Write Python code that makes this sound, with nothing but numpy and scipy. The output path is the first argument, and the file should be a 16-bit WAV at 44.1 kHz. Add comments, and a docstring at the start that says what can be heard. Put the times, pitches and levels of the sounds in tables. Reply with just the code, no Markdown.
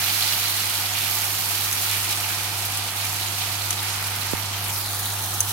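"""Tofu skin frying on an electric hob

Close above a nonstick pan, in stereo: strips of tofu skin fry in a little sauce, stirred with chopsticks.
Thousands of tiny bubbles burst, oil spits and a steel bowl beside the pan ticks now and then; underneath,
the hob hums and its fan blows. Late on, something (probably a finger) bumps the right microphone and
closes in on it, hollowing the sizzle on that side."""
import sys
import numpy as np
from scipy import signal
from scipy.fft import rfft, irfft, next_fast_len
from scipy.io import wavfile

SR = 44100
rng = np.random.default_rng(int(sys.argv[2]) if len(sys.argv) > 2 else 0)


def output_pcm(signal):
    """Save a mono or channel-first signal as 16-bit PCM at the path in sys.argv[1].

    Samples are clipped to [-1, 1] before scaling.
    """
    pcm = np.clip(np.atleast_2d(signal).T, -1, 1) * 32767
    wavfile.write(sys.argv[1], SR, np.round(pcm).astype(np.int16))


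N = 243431
TIME = np.arange(N) / SR
AGE = TIME[:SR // 6]   # time since a blow
PADDED = next_fast_len(N, real=True)
FREQS = np.maximum(np.fft.rfftfreq(PADDED, 1 / SR), 1)


def from_db(db):
    """Decibels to gain."""
    return 10 ** (np.asarray(db) / 20)


def panned(balance_db):
    """Left and right gains; a positive balance leans left."""
    return from_db(np.array([[.5], [-.5]]) * balance_db)


def in_time(rows):
    """Each column of a curve, sample by sample."""
    s, *columns = np.transpose(rows)
    return [np.interp(TIME, s, column) for column in columns]


def at_hz(points):
    """A curve read at every frequency, on a log axis."""
    hz, value = np.transpose(points)
    return np.interp(np.log(FREQS), np.log(hz), value)


def as_wave(spectrum):
    """From a stereo spectrum to sound, with rms 1 in the middle of the pair."""
    wave = irfft(spectrum, PADDED)[:, :N]
    return wave / np.sqrt(np.mean(wave.mean(0) ** 2) + 1e-20)


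def wander(step_s):
    """A new random value at every step, joined by straight lines."""
    return np.interp(TIME / step_s, np.arange(400), rng.standard_normal(400))


def hump(x, centre, width):
    """A bell curve of height 1."""
    return np.exp(-((x - centre) / width) ** 2)


def band(x, hz, octaves):
    """A broad, quickly dying resonance."""
    edges = np.clip([hz * 2 ** (-octaves / 2), hz * 2 ** (octaves / 2)], [10, 20], [SR * .42, SR * .48])
    return signal.sosfilt(signal.butter(1, edges, "band", fs=SR, output="sos"), x + 1e-18)


def burst(t60):
    """A sudden puff of stereo noise that dies away."""
    return rng.standard_normal((2, len(AGE))) * from_db(-60 * AGE / t60)


def lingering(energy, t60):
    """Energy spread out over a dying echo."""
    decay = 10 ** (-6 / (t60 * SR))
    return signal.lfilter([1 - decay], [1, -decay], energy + 1e-18)


def add(out, s, sound):
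    """Mix a short sound in at a moment."""
    start = round(s * SR)
    out[:, start:start + sound.shape[-1]] += sound[:, :N - start]


# Fan and rumble under the pan: (frequency [Hz], relative density [dB])
FAN_SPECTRUM = [(70, -29), (125, -14.5), (167, -9.5), (205, -11), (285, -13), (335, -9), (460, -14.5),
                (525, -13.5), (600, -13.5), (720, -2.5), (790, -5.5), (870, -2.5), (1060, -8), (1210, -6.5),
                (1400, -8.5), (1900, -36), (3000, -90)]
RUMBLE_SPECTRUM = [(20, -24), (35, -19), (52, 2), (66, -7), (85, -0.5), (125, -6), (160, -7.5),
                   (250, -29.5)]
# Where both sit between the microphones: (frequency [Hz], left minus right [dB])
AIR_BALANCE = [(150, -3), (350, -0.5), (520, -6.5), (700, -0.5), (1000, 3), (1250, -4.5)]
# How alike they are at the two microphones: (frequency [Hz], correlation [0-1])
AIR_CORRELATION = [(40, .75), (100, 0.99), (300, 0.85), (750, 0.77), (1300, 0.76)]
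# Brief dips in hum and rumble: (time [s], gain [dB])
HUM_DIPS = [(0.72, -4), (1.4, -4), (2.92, -4)]


def hob(hum_hz=100.05, hum_db=-40, growth_db_per_s=1.04, waver_db=0.57, rumble_db=-16.5, fan_db=-38):
    """The hob hums at twice the mains rate, a faint rumble in step; its fan blows through the vents."""
    hum = np.sqrt(2) * np.sin(2 * np.pi * hum_hz * TIME) * panned(-2.2)
    mid, side = rfft(rng.standard_normal((2, PADDED)))
    alike = at_hz(AIR_CORRELATION)
    air = np.sqrt(1 + alike) * mid + np.sqrt(1 - alike) * side * [[1], [-1]]
    air *= panned(at_hz(AIR_BALANCE))
    fan = from_db(fan_db) * as_wave(air * from_db(at_hz(FAN_SPECTRUM)))
    rumble = from_db(rumble_db) * as_wave(air * from_db(at_hz(RUMBLE_SPECTRUM)))
    dips_db = sum(db * hump(TIME, s, width=0.031) for s, db in HUM_DIPS)
    level_db = hum_db + growth_db_per_s * TIME + dips_db + waver_db * wander(step_s=0.1)
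    return from_db(level_db) * (hum + rumble) + fan


def microphone_bump(at_s=4.3344, thud_db=-8.5, scuff_db=-19, start_hz=720, end_hz=85,
                    glide_s=0.00195, rise_s=0.00037, t60=0.04):
    """A soft knock on the right microphone: a pressure swing that slows as it dies, and a light scuff."""
    hz = end_hz + (start_hz - end_hz) * np.exp(-AGE / glide_s)
    envelope = (1 - np.exp(-AGE / rise_s)) * from_db(thud_db - 60 * AGE / t60)
    thud = envelope * np.sin(2 * np.pi * np.cumsum(hz) / SR)
    scuff = from_db(scuff_db) * band(burst(t60=.025), hz=900, octaves=1.7)
    out = np.zeros((2, N))
    add(out, at_s, (thud + scuff) * [[0], [1]])
    return out


# The gap closing at the right microphone: (time [s], lowest notch [Hz], resonance height [dB])
GAP_CLOSING = [(4.42, 16000, 0), (4.52, 11630, 0), (4.6, 8300, 0), (4.66, 6240, 4), (4.72, 3950, 2),
               (4.79, 2980, 2), (4.9, 2660, 2), (5.15, 2340, 1), (5.5, 2350, 1)]
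# Its notches: (centre [x lowest notch], width [x lowest notch], gain when sealed [dB])
GAP_NOTCHES = [(1, .2, -11), (2.07, .22, -6.5), (3.15, .25, -5), (4.0, .25, -4), (5.6, .4, -2)]
# Its resonances: (centre [x lowest notch], width [x lowest notch])
GAP_RESONANCES = [(1.7, .28), (3.5, .4)]


def closing_gap(x, start_s=4.4, fade_in_s=.24, tremble_octaves=0.05, leak_hz=8000, top_hz=15200):
    """Notches and resonances slide and tremble with the gap's width; nearly shut, it rings up top."""
    hz, s, frames = signal.stft(x, SR, nperseg=512)
    hz = hz[:, None]
    notch_hz, height_db = in_time(GAP_CLOSING)
    lowest_hz = np.interp(s, TIME, notch_hz * 2 ** (tremble_octaves * wander(step_s=0.063)))
    multiple = hz / lowest_hz
    sealed = 1 / np.sqrt(1 + (lowest_hz / leak_hz) ** 2)
    colour_db = 0
    for centre, width, db in GAP_NOTCHES:
        uneven = 1 + 0.29 * np.interp(s, TIME, wander(step_s=0.066))
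        colour_db += db * sealed ** centre * uneven * hump(multiple, centre, width)
    for centre, width in GAP_RESONANCES:
        colour_db += np.interp(s, TIME, height_db) * hump(multiple, centre, width)
    cavity_db = 2 * hump(hz, centre=11100, width=700) + 4 * hump(hz, top_hz, width=1000)
    colour_db += cavity_db * np.clip(top_hz / lowest_hz - 1, 0, 1)
    fade_in = np.clip((s - start_s) / fade_in_s, 0, 1)
    return signal.istft(frames * from_db(fade_in * colour_db), SR)[1][:N]


# Modes of the steel bowl, held beside the pan: (frequency [Hz], relative level [dB], t60 [s])
BOWL_MODES = [(6020, -4, .026), (6170, -8, .02), (6315, -1, .028), (6495, -6, .024), (6630, -9, .018),
              (7880, -8, .025), (8400, -11, .022), (9600, -8, .025), (9880, -6, .028), (10110, -4, .034),
              (10750, -7, .025), (11070, -7, .018), (11750, -8, .018), (12700, -8, .018), (14700, -9, .012)]
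# Touches on it: (time [s], ring gain [dB], knock gain [dB], left minus right [dB], tilt [dB/octave])
BOWL_TAPS = [(1.727, -13, -30, -1, 7), (3.706, -12.5, -18, 5, 0), (3.7075, -13.5, -20, 0, 0),
             (3.728, -31, -16, 0, -3), (5.4046, -6.5, -22, 0, 6), (5.406, -7.5, -29, -7, -2),
             (5.412, -15, -36, -10, 1)]


def bowl_taps(ring_db=-9, clatter_db=-20):
    """Each touch rings the bowl's modes, damped by the hand, over the dry knock of the chopstick."""
    out = np.zeros((2, N))
    hz, mode_db, t60 = np.transpose(BOWL_MODES)[:, :, None]
    for s, gain_db, knock_db, balance_db, tilt_db in BOWL_TAPS:
        phases = rng.uniform(0, 2 * np.pi, (2, len(BOWL_MODES), 1))
        envelopes = from_db(ring_db + mode_db + tilt_db * np.log2(hz / hz[0]) - 60 * AGE / t60)
        ring = (envelopes * np.sin(2 * np.pi * hz * AGE + phases)).sum(1)
        clatter = from_db(clatter_db + tilt_db) * band(burst(t60=0.029), hz=12000, octaves=1)
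        knock = from_db(knock_db) * band(burst(t60=0.033), hz=3200, octaves=3.2)
        add(out, s, from_db(gain_db) * panned(balance_db) * (ring + clatter) + knock)
    return out


# Wet strips meeting hot metal: (time [s], length [s], typical bubble level [dB], pitch [Hz])
WET_SPUTTERS = [(0.22, 0.018, -19, 4130), (0.262, 0.03, -21, 4150), (0.333, .012, -23, 3030),
                (1.52, .06, -28, 4170), (1.61, 0.05, -23, 4030), (1.885, .02, -24, 4060),
                (2.769, 0.033, -34, 4320), (3.211, 0.024, -24, 4030), (3.26, 0.033, -36, 4300),
                (3.515, 0.031, -25, 4140), (3.608, 0.02, -27, 4200), (3.768, 0.033, -22.5, 3900),
                (4.843, .04, -26, 4100), (5.049, 0.021, -24.5, 3670)]


def sputters(stray_per_s=4, bubble_count=14, scatter_octaves=0.056, t60=0.0062, spread_db=3):
    """Quick clusters of like-sized bubbles, each ringing briefly; stray clusters come at random."""
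    out = np.zeros((2, N))
    age = AGE[:SR // 40]
    chance = rng.random((round(stray_per_s * N / SR), 2))
    strays = [(when * TIME[-1], .015, -27, 2300 * 3 ** pitch) for when, pitch in chance]
    for s, length, level_db, hz in list(WET_SPUTTERS) + strays:
        for when, pitch, size, phase in rng.uniform(-1, 1, (bubble_count, 4)):
            bubble_hz = hz * 2 ** (scatter_octaves * pitch)
            ring = np.sin(2 * np.pi * bubble_hz * age + np.pi * phase * np.array([[0], [1]]))
            envelope = from_db(level_db + spread_db * size - 60 * age / t60)
            add(out, s + length * (when + 1) / 2, panned(-2) * envelope * ring)
    return out


# Spits from the pan at set moments: (time [s], gain [dB], pitch [Hz], left minus right [dB])
OIL_SPITS = [(0.323, -13, 4000, -5.5), (1.3882, -19, 11000, -5), (2.11, -13, 9000, -3),
             (2.176, -16, 7000, -4), (2.3997, -17, 3070, -4.5), (2.5194, -22, 3130, -4.0),
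             (2.6289, -23, 9000, -1), (2.7367, -17, 7000, -1), (2.7731, -13, 9140, 0),
             (2.9607, -22, 8500, -6.5), (3.05, -16, 9000, -4), (3.2592, -17, 2900, -4.0),
             (3.3947, -18, 12500, -6), (3.8297, -15, 2820, -1), (3.83, -17, 12000, -1),
             (4.0694, -16, 11500, -4.0), (4.9935, -16, 13000, -5), (5.0554, -14, 11400, -3.5),
             (5.3393, -17, 10800, -6)]


def oil_spits(stray_per_s=4, crack_db=-1, spray_db=-4.5):
    """A larger drop bursts with a crack and a short spray; stray spits fall at random times and pitches."""
    out = np.zeros((2, N))
    chance = rng.random((round(stray_per_s * N / SR), 2))
    strays = [(when * TIME[-1], -16.5, 4500 * 3 ** pitch, -2) for when, pitch in chance]
    for s, gain_db, hz, balance_db in list(OIL_SPITS) + strays:
        crack = from_db(crack_db) * burst(t60=0.003)
        spray = from_db(spray_db) * burst(t60=0.064)
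        add(out, s, from_db(gain_db) * panned(balance_db) * band(crack + spray, hz, octaves=0.86))
    return out


# Vigour of the frying, as heard in its finest fizz: (time [s], relative level [dB])
FRYING_VIGOUR = [(0.0, -29), (0.97, -33.5), (1.03, -31.5), (1.92, -31.5), (2.93, -40.5), (2.98, -35.5),
                 (4.17, -40), (5.35, -37)]


def oil_swing_db(share=0.39):
    """The oil crackles more or less as the frying gains or loses vigour."""
    vigour_db, = in_time(FRYING_VIGOUR)
    return share * (vigour_db - vigour_db.mean())


def droplet_snaps(per_s=30, gain_db=-8.5, spread_db=2.5):
    """The tiniest droplets snap in a single sharp click, most of them nearer one microphone."""
    at = np.flatnonzero(rng.random(N) < per_s / SR)
    size, side, sign = rng.uniform(-1.7, 1.7, (len(at), 3)).T
    clicks = np.zeros((2, N))
    clicks[:, at] = np.sign(sign) * from_db(gain_db + spread_db * size) * panned(-2 + 5 * side)
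    return from_db(oil_swing_db()) * band(clicks, hz=12000, octaves=2.6)


# Brief swells, dips and narrow rings in the sizzle, some from stirring:
# (time [s], length [s], left swell [dB], right swell [dB], pitch [Hz], width [octaves])
SIZZLE_SWELLS = [(0.0, 0.78, .5, 3, 4160, .12), (0.05, 0.08, 3.5, 5, 3300, 0.97),
                 (0.13, 0.24, 2, 3, 4200, 1.3), (0.38, 0.26, 1.5, 1.5, 4200, .8),
                 (0.933, 0.17, 1.5, 3.5, 2670, .8), (1.073, 0.42, -3, -1.5, 2690, 1.2),
                 (1.07, .17, -2, 2.5, 13000, .6), (1.49, 0.15, 0, 1.5, 3600, 1.0),
                 (1.54, 0.13, 0, 3, 14000, 0.18), (1.88, .11, -1, 1.5, 9500, 1.0),
                 (1.905, 0.1, 5, 4, 2620, 1.1), (2.089, 0.073, 4.5, 3.5, 3000, 1.7),
                 (2.275, 0.086, 2.5, 2.5, 2400, 1.0), (2.888, 0.092, -5, -4, 4800, 1),
                 (2.95, 0.072, 1, 2, 2800, 1.0), (3.288, 0.058, -3.5, -1, 5000, 2.1),
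                 (3.33, .42, -2, 0.5, 8000, 0.89), (3.8, 0.61, 5, 2.5, 1450, 0.74),
                 (3.85, 0.15, 1, 3, 6400, 0.82), (4.022, 0.63, -3, 0, 7500, 1.2),
                 (4.37, .07, 1, 6, 12800, .25), (4.44, .13, 0, -4, 11000, .7),
                 (4.537, .26, 2.5, -1, 2600, 1.7), (4.673, 0.15, 2, 3, 12500, 0.63),
                 (4.88, 0.49, -2, 0.5, 6100, 0.41), (4.95, 0.54, 4.5, 1, 1760, .3)]


def swells_and_dips(x, jostle_db=0.76, attack_s=0.031, release_s=0.028):
    """The sizzle briefly swells or thins around one pitch or another; small nudges jostle it throughout."""
    jostle = from_db(jostle_db * wander(step_s=.06)) - 1
    out = x + jostle * band(x, hz=3300, octaves=1.4)
    for s, length, left_db, right_db, hz, octaves in SIZZLE_SWELLS:
        span = slice(int(s * SR), int((s + length) * SR))
        age = TIME[span] - s
        envelope = np.clip(np.minimum(age / attack_s, (length - age) / release_s), 0, 1)
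        swell = from_db([[left_db], [right_db]]) - 1
        out[:, span] += swell * envelope * band(x[:, span], hz, octaves)
    return out


def bubbles(per_s=7000, bands=14, clump_db=1.67, wall_db=0.5, wall_t60=0.08, room_db=1):
    """Bubbles burst in random clumps; each is a click, echoes off the pan wall and a wash in the room."""
    out = 0
    # the smallest, highest bubbles vary most in strength
    for hz, spread_db in zip(np.geomspace(1100, 17000, bands), np.linspace(3.5, 4, bands)):
        clumps = from_db(clump_db * np.repeat(rng.standard_normal(N // 800 + 1), 800)[:N])
        at = np.flatnonzero(rng.random(N) < per_s * clumps / bands / SR)
        sizes = from_db(spread_db * np.minimum(rng.exponential(1, len(at)), 4.5))
        sizes *= rng.choice([-1, 1], len(at))
        clicks = np.zeros((2, N))
        clicks[0, at] = sizes
        # each spot of the pan has its own path difference to the two microphones
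        clicks[1, (at + rng.integers(-7, 6, len(at))) % N] = sizes
        clicks /= clicks.std()
        wall_energy = from_db(wall_db) ** 2 * lingering(clicks[0] ** 2, wall_t60)
        wash = np.sqrt(wall_energy + from_db(room_db) ** 2) * rng.standard_normal((2, N))
        out = out + band(clicks + wash, hz, octaves=0.85)
    return out


# Colour of the pan at each microphone, close above it: (frequency [Hz], relative gain [dB])
PAN_COLOUR_LEFT = [(300, -13.5), (540, -17.6), (720, -5.5), (950, 2), (1550, -5.5), (2400, -4.5),
                   (4200, -3.5), (6100, -9), (7200, -13.5), (8200, -13), (8800, -7.5), (11300, -6),
                   (13500, -8), (15300, -19)]
PAN_COLOUR_RIGHT = [(300, -12.5), (580, -11.8), (740, -6), (1040, 3), (1250, 0), (1950, -1), (3000, 0.5),
                    (3700, -0.5), (4200, 1), (5300, -3.5), (7400, -7.5), (10800, -5.5), (12500, 0.5),
                    (15300, -4.5)]
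# Hollow resonances of the pan: (frequency [Hz], width [Hz], gain [dB])
PAN_RESONANCES = [(1182, 59, 7.5), (1740, 110, -1.5), (2380, 270, 2.5), (2970, 83, 1.5)]


def sizzle(sauce_hz=1252, oil_hz=5310, fizz_hz=11400, sauce_db=-30.5, drying_db_per_s=0.98, oil_db=-34):
    """Sauce slowly boils away in the middle range, oil crackles and fizzes above; the pan colours all."""
    rings_db = sum(db / (1 + (2 * (FREQS - hz) / width) ** 2) for hz, width, db in PAN_RESONANCES)
    colour_db = np.array([at_hz(PAN_COLOUR_LEFT), at_hz(PAN_COLOUR_RIGHT)])
    spectrum = rfft(bubbles(), PADDED) * from_db(rings_db + colour_db)
    # soft high-passes at the lower edge of each range
    sauce_up, oil_up, fizz_up = [1 / (1 + (hz / FREQS) ** 10) for hz in (sauce_hz, oil_hz, fizz_hz)]
    sauce = from_db(sauce_db - drying_db_per_s * TIME) * as_wave(spectrum * (sauce_up - oil_up))
    oil = from_db(oil_db + oil_swing_db()) * as_wave(spectrum * (oil_up - fizz_up))
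    fizz = from_db(in_time(FRYING_VIGOUR)[0] - 2) * as_wave(spectrum * fizz_up)
    return sauce + oil + fizz


def scene():
    """Pan, bowl and hob, from a pair of microphones close above."""
    left, right = swells_and_dips(sizzle()) + sputters() + oil_spits() + droplet_snaps()
    return np.array([left, closing_gap(right)]) + bowl_taps() + hob() + microphone_bump()


def record(dry):
    """The top is cut steeply above 15.8 kHz."""
    return signal.sosfilt(signal.ellip(12, .1, 80, 15800, fs=SR, output="sos"), dry)


dry = scene()
out = record(dry)
output_pcm(out)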